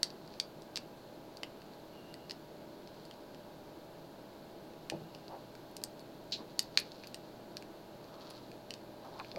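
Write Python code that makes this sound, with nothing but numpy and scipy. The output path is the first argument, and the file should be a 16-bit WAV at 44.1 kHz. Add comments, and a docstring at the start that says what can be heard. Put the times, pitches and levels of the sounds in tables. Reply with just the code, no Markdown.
"""Picking a lock over a desk

A small room, one microphone close to the hands. A steel pick and a tension wrench work a hand-held
lock: pins snap and tick, and the pick scrapes, sings thinly and pings as it springs free. Fingers rub
the lock and bump the desk. Behind them are a computer fan, mains hum and faint microphone hiss."""
import sys
import numpy as np
from scipy import signal
from scipy.fft import rfft, irfft, next_fast_len
from scipy.io import wavfile
from scipy.ndimage import map_coordinates

SR = 44100
rng = np.random.default_rng(int(sys.argv[2]) if len(sys.argv) > 2 else 0)


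def generate_wav(signal):
    """Clip the signal to [-1, 1] and save it as 16-bit WAV at the path in sys.argv[1]."""
    frames = np.transpose(np.atleast_2d(signal))
    scaled = np.clip(frames, -1, 1) * 32767
    pcm = np.round(scaled).astype(np.int16)
    wavfile.write(sys.argv[1], SR, pcm)


N = 413658
TIME = np.arange(N) / SR
AGE = np.arange(SR // 3) / SR  # seconds since a contact
LEAD_IN_SAMPLES = SR // 400  # a very short swell of noise that softens each click's attack


def amp(db):
    """Decibels to gain."""
    return 10 ** (np.asarray(db) / 20)


def unit(x):
    """Scale to rms 1."""
    return x / np.sqrt(np.mean(x ** 2) + 1e-20)


def along(points, hz):
    """(frequency, value) points read on a log axis."""
    freqs, values = np.transpose(points)
    return np.interp(np.log(hz + 1e-9), np.log(freqs), values)


def wobble(knots_per_s, size=N):
    """A smooth random curve."""
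    knots = rng.standard_normal(int(size * knots_per_s / SR) + 4)
    grid = np.arange(0, len(knots), 1 / 8)
    return np.interp(np.arange(size) * knots_per_s / SR, grid, map_coordinates(knots, [grid]))


def swell(t, half_length_s):
    """A bell-shaped rise and fall around t = 0."""
    return np.exp(-.5 * (t / half_length_s) ** 2)


def coloured(x, spectrum):
    """x shaped by (freq_hz, gain_db) points, at rms 1."""
    size = next_fast_len(len(x) + 8192)
    gain = amp(along(spectrum, np.fft.rfftfreq(size, 1 / SR)))
    return unit(irfft(rfft(x, size) * gain, size)[:len(x)])


def band(hz, width_hz, size=N):
    """A resonance kept sounding by noise, at rms 1."""
    padded = next_fast_len(size)
    peak = 1 / (1 + ((np.fft.rfftfreq(padded, 1 / SR) - hz) / width_hz) ** 2)
    return unit(irfft(rfft(rng.standard_normal(padded)) * peak, padded)[:size])


def minimum_phase(gain):
    """The sharpest-starting impulse response with this gain."""
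    cepstrum = irfft(np.log(np.maximum(gain, 1e-6)))
    cepstrum[1:len(cepstrum) // 2] *= 2
    cepstrum[len(cepstrum) // 2 + 1:] = 0
    return irfft(np.exp(rfft(cepstrum)))


def ring(modes, gains, attack_s):
    """Decaying modes, their balance varying from blow to blow."""
    hz, db, t60 = np.transpose(modes)[:, :, None]
    level = gains[:, None] * amp(db + rng.normal(0, 3.6, db.shape) - 60 * AGE / t60)
    phase = 2 * np.pi * (hz * AGE + rng.random(hz.shape))
    return (level * np.sin(phase)).sum(0) * (1 - np.exp(-AGE / attack_s))


def add(track, start_s, sound):
    """Mix a sound into the track."""
    part = track[max(round(start_s * SR), 0):][:len(sound)]
    part += sound[:len(part)]


# The small room's decay: freq_hz, t60_s
ROOM_DECAY = [(200, 0.3), (2500, 0.21), (5000, 0.16), (14000, 0.078)]


def in_room(sound, wet_db, echo_db=-3, echo_s=0.01, spread_s=0.0035):
    """At the microphone: the direct sound, echoes off desk and window, and the room's short tail."""
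    hz, t, noise = signal.stft(rng.standard_normal(len(AGE)), SR, nperseg=256)
    decay = amp(-60 * t / along(ROOM_DECAY, hz)[:, None])
    tail = signal.istft(noise * decay, SR, nperseg=256)[1][:len(AGE)]
    tail *= 1 - np.exp(-AGE / 0.00081)
    echoes = rng.standard_normal(len(AGE)) * np.exp(-((AGE - echo_s) / spread_s) ** 2)
    response = amp(wet_db) * (tail / np.linalg.norm(tail) + amp(echo_db) * echoes / np.linalg.norm(echoes))
    response[0] += 1  # direct path
    return signal.fftconvolve(sound, response)


# Air rushing through the fan: freq_hz, gain_db
FAN_AIR = [(20, -9.5), (95, -11.5), (150, -5), (250, -1.5), (320, -0.5), (380, -4), (560, -3), (640, -6),
           (900, -9.5), (1200, -15.5), (1650, -18), (2100, -29.5), (4000, -55)]
# Room resonances that the rush keeps alive: pitch_hz, width_hz, level_db
ROOM_MODES = [(155.5, 5.4, -68.5), (274.4, 6.5, -72), (347.5, 20, -64), (412.5, 14, -67), (954, 20, -72)]
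# The fan's tones: pitch_hz, relative_db
FAN_TONES = [(160, -69), (199.5, -67), (317.6, -64.5), (447, -72.5), (596.5, -61.5), (663, -64.5),
             (829.5, -67), (937, -75.5), (1490, -78), (1590, -78.5)]


def fan(air_db=-54, tones_db=-1, drift_hz=1.57):
    """A computer fan in the background: rushing air, coloured by the room, and unsteady tones."""
    air = amp(air_db + 0.076 * wobble(5)) * coloured(rng.standard_normal(N), FAN_AIR)
    air += sum(amp(db) * band(hz, width) for hz, width, db in ROOM_MODES)
    tones = np.zeros(N)
    for hz, db in FAN_TONES:
        phase = 2 * np.pi * np.cumsum(hz + drift_hz * wobble(12)) / SR
        tones += amp(db + wobble(6.3)) * np.sqrt(2) * np.sin(phase)
    return air + amp(tones_db) * tones


# The microphone's noise floor: freq_hz, gain_db
HISS_SPECTRUM = [(1200, -25), (2100, -4), (3300, -3), (4300, 0.5), (5500, -9.5), (7000, -11.5), (9100, -18),
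                 (11500, -11.5), (15500, -13.5)]


def microphone_hiss(level_db=-64.5):
    """The microphone's own faint, steady noise."""
    return amp(level_db) * coloured(rng.standard_normal(N), HISS_SPECTRUM)


def mains_hum(pitch_hz=120, level_db=-71, rise_db=4, rise_at_s=5.1, rise_s=.4):
    """The power supply hums at twice the line frequency, a little louder in the second half."""
    db = level_db + rise_db * np.clip((TIME - rise_at_s) / rise_s + .5, 0, 1)
    return amp(db) * np.sqrt(2) * np.sin(2 * np.pi * pitch_hz * TIME)


# The hand-damped lock body: pitch_ratio, gain_db
BODY_SPECTRUM = [(.04, -39), (.2, -13), (.4, -14.5), (.56, -15.5), (.72, -3), (.82, -11), (1, -1), (1.1, 0),
                 (1.22, -8), (1.7, -35)]
# The pins: pitch_ratio, gain_db
PIN_SPECTRUM = [(.33, -59), (.7, -15.5), (.84, -7.5), (1, -1), (1.08, -5.5), (1.19, -9), (1.34, -16),
                (2, -39)]
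# The sharp edge of the contact: freq_hz, gain_db
EDGE_SPECTRUM = [(4000, -20), (6600, -2.5), (7600, -5), (8500, -4), (9700, -10.5), (13300, -15),
                 (16000, -30)]


def click(db, body_db, body_hz, hardness_db,
          lead_in_db=-12, lead_in_s=0.0005, chatter_db=-8, chatter_t60=0.016):
    """A snap, softened by a very short swell of noise, rings the lock; the pin chatters as it settles."""
    hz = np.fft.rfftfreq(2048, 1 / SR)
    # A harder contact is shorter: its edge is louder and brighter, and it favours higher pin modes.
    pin_hz = 4770 + 16 * hardness_db
    tilt_db = (4.5 + 0.57 * hardness_db) * np.log2(np.maximum(hz, 6500) / 6500)
    ripple = amp(2.2 * np.tanh(wobble(2200, size=len(hz))))  # each contact point favours other modes
    body = unit(ripple * amp(along(BODY_SPECTRUM, hz / body_hz)))
    pins = unit(ripple * amp(along(PIN_SPECTRUM, hz / pin_hz)))
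    edge = unit(ripple * amp(along(EDGE_SPECTRUM, hz) + tilt_db))
    gain = np.sqrt(pins ** 2 + (amp(body_db) * body) ** 2 + (amp(hardness_db) * edge) ** 2)
    lock = minimum_phase(gain)
    lead_in = rng.standard_normal(LEAD_IN_SAMPLES) * np.exp(-AGE[:LEAD_IN_SAMPLES] / lead_in_s)[::-1]
    lead_in *= amp(lead_in_db) / np.linalg.norm(lead_in)
    chatter = rng.standard_normal(len(lock)) ** 3 * amp(-60 * AGE[:len(lock)] / chatter_t60)
    chatter *= amp(chatter_db) / np.linalg.norm(chatter)
    excitation = np.r_[lead_in, 1, chatter]
    snap = unit(signal.fftconvolve(lock, excitation)[:len(lock)]) * np.sqrt(np.mean(gain ** 2))
    return in_room(amp(db) * snap, wet_db=-13.5)


# Snaps in the lock, its body tuned by the grip: start_s, level_db, body_db, body_hz, hardness_db
PIN_SNAPS = [(0.0313, -34, -17.5, 1790, -9), (0.104, -59, -15, 2600, -15), (0.277, -67, -15, 2700, -9),
             (0.4, -38, -14.5, 2340, -12), (0.621, -67.5, -13.5, 2100, -5.5), (0.7588, -46, -8, 2840, -13),
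             (0.7677, -50, -10, 2900, -12), (0.7734, -46, -5, 2420, -11), (1.371, -59, -12, 2600, -7.5),
             (1.4333, -51, 3.5, 2800, -11), (1.6188, -70, 3, 2560, -14), (2.1416, -59, -5, 2700, -6.5),
             (2.2973, -54, -7, 2720, -15), (2.3096, -49, -7, 2670, -18), (2.318, -60, -8, 3000, -11),
             (2.8747, -63.5, -11, 2250, -22), (3.053, -66.5, -16, 1900, -8), (3.1115, -67.5, 7, 2870, -9),
             (3.347, -69.5, 2, 2900, -10), (4.8998, -48, 0, 2570, -9), (5.1492, -63, 1, 2600, -13),
             (5.2813, -61.5, -9, 2450, -16), (5.5526, -66.5, -0.5, 2100, -9),
             (5.7676, -55.5, -11, 2560, -2), (5.8384, -47, -18, 2660, 1), (5.995, -66, -16, 2700, -9),
             (6.5932, -35.5, -10, 2700, -5), (6.7747, -29.5, -9.5, 2380, -18.5),
             (6.7908, -48, -9, 2540, -8), (6.919, -58.5, -17, 2400, -18), (7.037, -62, 1, 2370, -18),
             (7.0717, -59.5, -13, 2320, -7), (7.1447, -53, -6, 2680, -6), (7.5698, -51.5, -3.5, 2390, -9),
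             (7.6246, -66.5, 4, 2330, -6), (8.3078, -63, -7, 2400, -8), (8.707, -51, -4, 2730, -11),
             (8.7391, -54, -8.5, 2500, -12), (9.199, -58, 3, 2290, -40), (9.247, -70, 8, 2320, -20),
             (9.316, -56.5, -8.5, 2400, -32), (9.361, -57.5, -0.5, 2140, -22)]


def pin_clicks():
    """Pins set and spring back, close and clear."""
    out = np.zeros(N)
    for start_s, db, body_db, body_hz, hardness_db in PIN_SNAPS:
        add(out, start_s - LEAD_IN_SAMPLES / SR, click(db, body_db, body_hz, hardness_db))
    return out


# Slow strokes of the pick along the pins: middle_s, level_db, half_length_s
PICK_STROKES = [(0.294, -68, .07), (2.02, -74.5, .1), (2.951, -72, .15), (5.2, -74, .28),
                (6.795, -67.5, .34), (8.269, -63.5, .13), (9.279, -67.5, .22)]


def effort(rest_db=-84.5):
    """How strongly the pick works, as a gain; the tip never quite stops moving."""
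    power = sum((amp(db) * swell(TIME - middle_s, half_s)) ** 2 for middle_s, db, half_s in PICK_STROKES)
    return np.sqrt(amp(rest_db) ** 2 + power)


# Steel grating on brass: freq_hz, gain_db
FRICTION_SPECTRUM = [(1000, -30), (2100, -20), (2600, -10), (3100, -8.5), (3900, 0.5), (4600, 0),
                     (5500, -10), (6900, -17.5), (9400, -40), (14000, -37)]


def probing(slips_per_s=220, scatter_db=5):
    """Tiny random slips of the pick tip as it feels along the pins."""
    slips = rng.random(N) < slips_per_s / SR
    strength = amp(scatter_db * np.clip(rng.standard_normal(N), -2, 2))
    return in_room(effort() * coloured(slips * strength, FRICTION_SPECTRUM), wet_db=-2.5)[:N]


def pin_ticks(count=16, level_db=-70, scatter_db=3):
    """Pins brushed in passing tick faintly, more often during a stroke."""
    out = np.zeros(N)
    travel = np.cumsum(effort())
    starts = np.interp((np.arange(count) + rng.random(count)) / count, travel / travel[-1], TIME)
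    for start_s, (louder, hollower, harder) in zip(starts, scatter_db * rng.standard_normal((count, 3))):
        tick = click(level_db + louder, body_db=-8 + 2 * hollower, body_hz=2400, hardness_db=-14 + harder)
        add(out, start_s, tick)
    return out


# The pick drags along the keyway: start_s, level_db, rise_s, t60_s
KEYWAY_DRAGS = [(0.767, -40, .002, 0.046), (2.309, -61, .002, .04), (6.321, -31, 0.00086, 0.16),
                (6.798, -35, .002, 0.03023)]


def pick_scrapes(sing_hz=3950, sing_width_hz=130, sing_db=-5):
    """Steel catches and slips on brass in a quick dying run, and the pick sings along."""
    out = np.zeros(N)
    for start_s, db, rise_s, t60 in KEYWAY_DRAGS:
        envelope = (1 - np.exp(-AGE / rise_s)) * amp(-60 * AGE / t60)
        grating = coloured(rng.standard_normal(len(AGE)), FRICTION_SPECTRUM)
        singing = amp(sing_db) * band(sing_hz, sing_width_hz, size=len(AGE))
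        add(out, start_s, in_room(amp(db) * envelope * unit(grating + singing), wet_db=-18.5))
    return out


# The pick drags under tension: start_s, level_db, length_s
TENSE_DRAGS = [(1.913, -66.5, .38), (4.92, -74, .55)]


def pick_squeaks(pitch_hz=2830, width_hz=90, rise_s=0.028, sag_db_per_s=14, release_s=.05):
    """Friction excites one narrow mode of the pick: it catches quickly, fades a little and lets go."""
    envelope = np.zeros(N)
    for start_s, db, length_s in TENSE_DRAGS:
        catch = np.clip((TIME - start_s) / rise_s, 0, 1)
        release = np.clip((start_s + length_s - TIME) / release_s + 1, 0, 1)
        envelope += catch * release * amp(db - sag_db_per_s * np.clip(TIME - start_s, 0, length_s))
    return envelope * band(pitch_hz, width_hz)


# The steel pick's modes: pitch_hz, gain_db, t60_s
PICK_MODES = [(2616, -7, .1), (4400, 5, 0.086), (4800, -6, .07), (8572.6, -19, 0.07), (10300, -6.5, 0.041),
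              (12900, -3, 0.036)]
# The pick springs free: start_s, level_db, low_modes_db
PICK_RELEASES = [(3.053, -61, -8), (5.712, -61, -14), (6.002, -63, -1), (6.626, -47.5, -2.5),
                 (6.799, -40.5, -11), (7.073, -52, -8), (8.302, -51.5, -9)]


def pick_pings(rasp_db=-3, rasp_t60=0.016):
    """The thin pick rasps off a pin and rings briefly between the fingers, close and almost dry."""
    out = np.zeros(N)
    is_low = np.transpose(PICK_MODES)[0] < 6000
    for start_s, db, low_modes_db in PICK_RELEASES:
        bright_noise = coloured(rng.standard_normal(len(AGE)), [(3000, -14), (12500, -2), (16000, -10)])
        rasp = amp(rasp_db - 60 * AGE / rasp_t60) * bright_noise
        ringing = ring(PICK_MODES, amp(low_modes_db * is_low), attack_s=0.0004305)
        add(out, start_s, in_room(amp(db) * (rasp + ringing), wet_db=-28.5))
    return out


# The desk under the lock: pitch_hz, gain_db, t60_s
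DESK_MODES = [(158.5, -9.5, 0.13), (205, -11.5, 0.18), (330, 0, 0.054), (453, -7, 0.036), (603, 4, 0.027),
              (800, -10, 0.041)]
# A hand meets the desk: start_s, level_db, tilt_db_per_octave
HAND_BUMPS = [(4.921, -37, 7), (4.934, -36, -4), (5.016, -56, -16), (6.404, -43.5, 1)]


def desk_bumps():
    """Soft blows of a hand ring the desk's low modes, with plenty of room around them."""
    out = np.zeros(N)
    octaves = np.log2(np.transpose(DESK_MODES)[0] / 350)
    for start_s, db, tilt in HAND_BUMPS:
        thud = ring(DESK_MODES, amp(tilt * octaves), attack_s=0.0015)
        add(out, start_s, in_room(amp(db) * thud, wet_db=-5))
    return out


# Fingers shift their grip and nudge the lock: middle_s, level_db, half_length_s, pitch_hz
GRIP_SHIFTS = [(5.339, -47, .028, 765), (6.408, -52.5, 0.01242, 960), (8.219, -61.5, 0.13, 1100),
               (9.064, -49.5, 0.024, 790), (9.151, -53, 0.028, 830), (9.204, -43, 0.01, 960),
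               (9.372, -42.5, 0.016, 574)]


def finger_rubs(width_ratio=0.32):
    """Skin rubs the cupped lock into one dull resonance."""
    out = np.zeros(N)
    t = np.arange(-SR // 4, SR // 4) / SR
    for middle_s, db, half_s, hz in GRIP_SHIFTS:
        add(out, middle_s + t[0], amp(db) * swell(t, half_s) * band(hz, width_ratio * hz, size=len(t)))
    return out


def scene():
    """The lock, the hands and the room at one microphone."""
    lock = pin_clicks() + pick_pings() + pick_scrapes() + pick_squeaks() + probing()
    hands = desk_bumps() + finger_rubs()
    background = fan() + microphone_hiss() + mains_hum()
    return (lock + pin_ticks() + hands + background)[None]


def record(dry, top_hz=16000):
    """The recorder keeps nothing above its band limit."""
    size = next_fast_len(N + SR // 2)
    passband = np.fft.rfftfreq(size, 1 / SR) < top_hz
    return irfft(rfft(dry, size) * passband, size)[:, :N]


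dry = scene()
out = record(dry)
generate_wav(out)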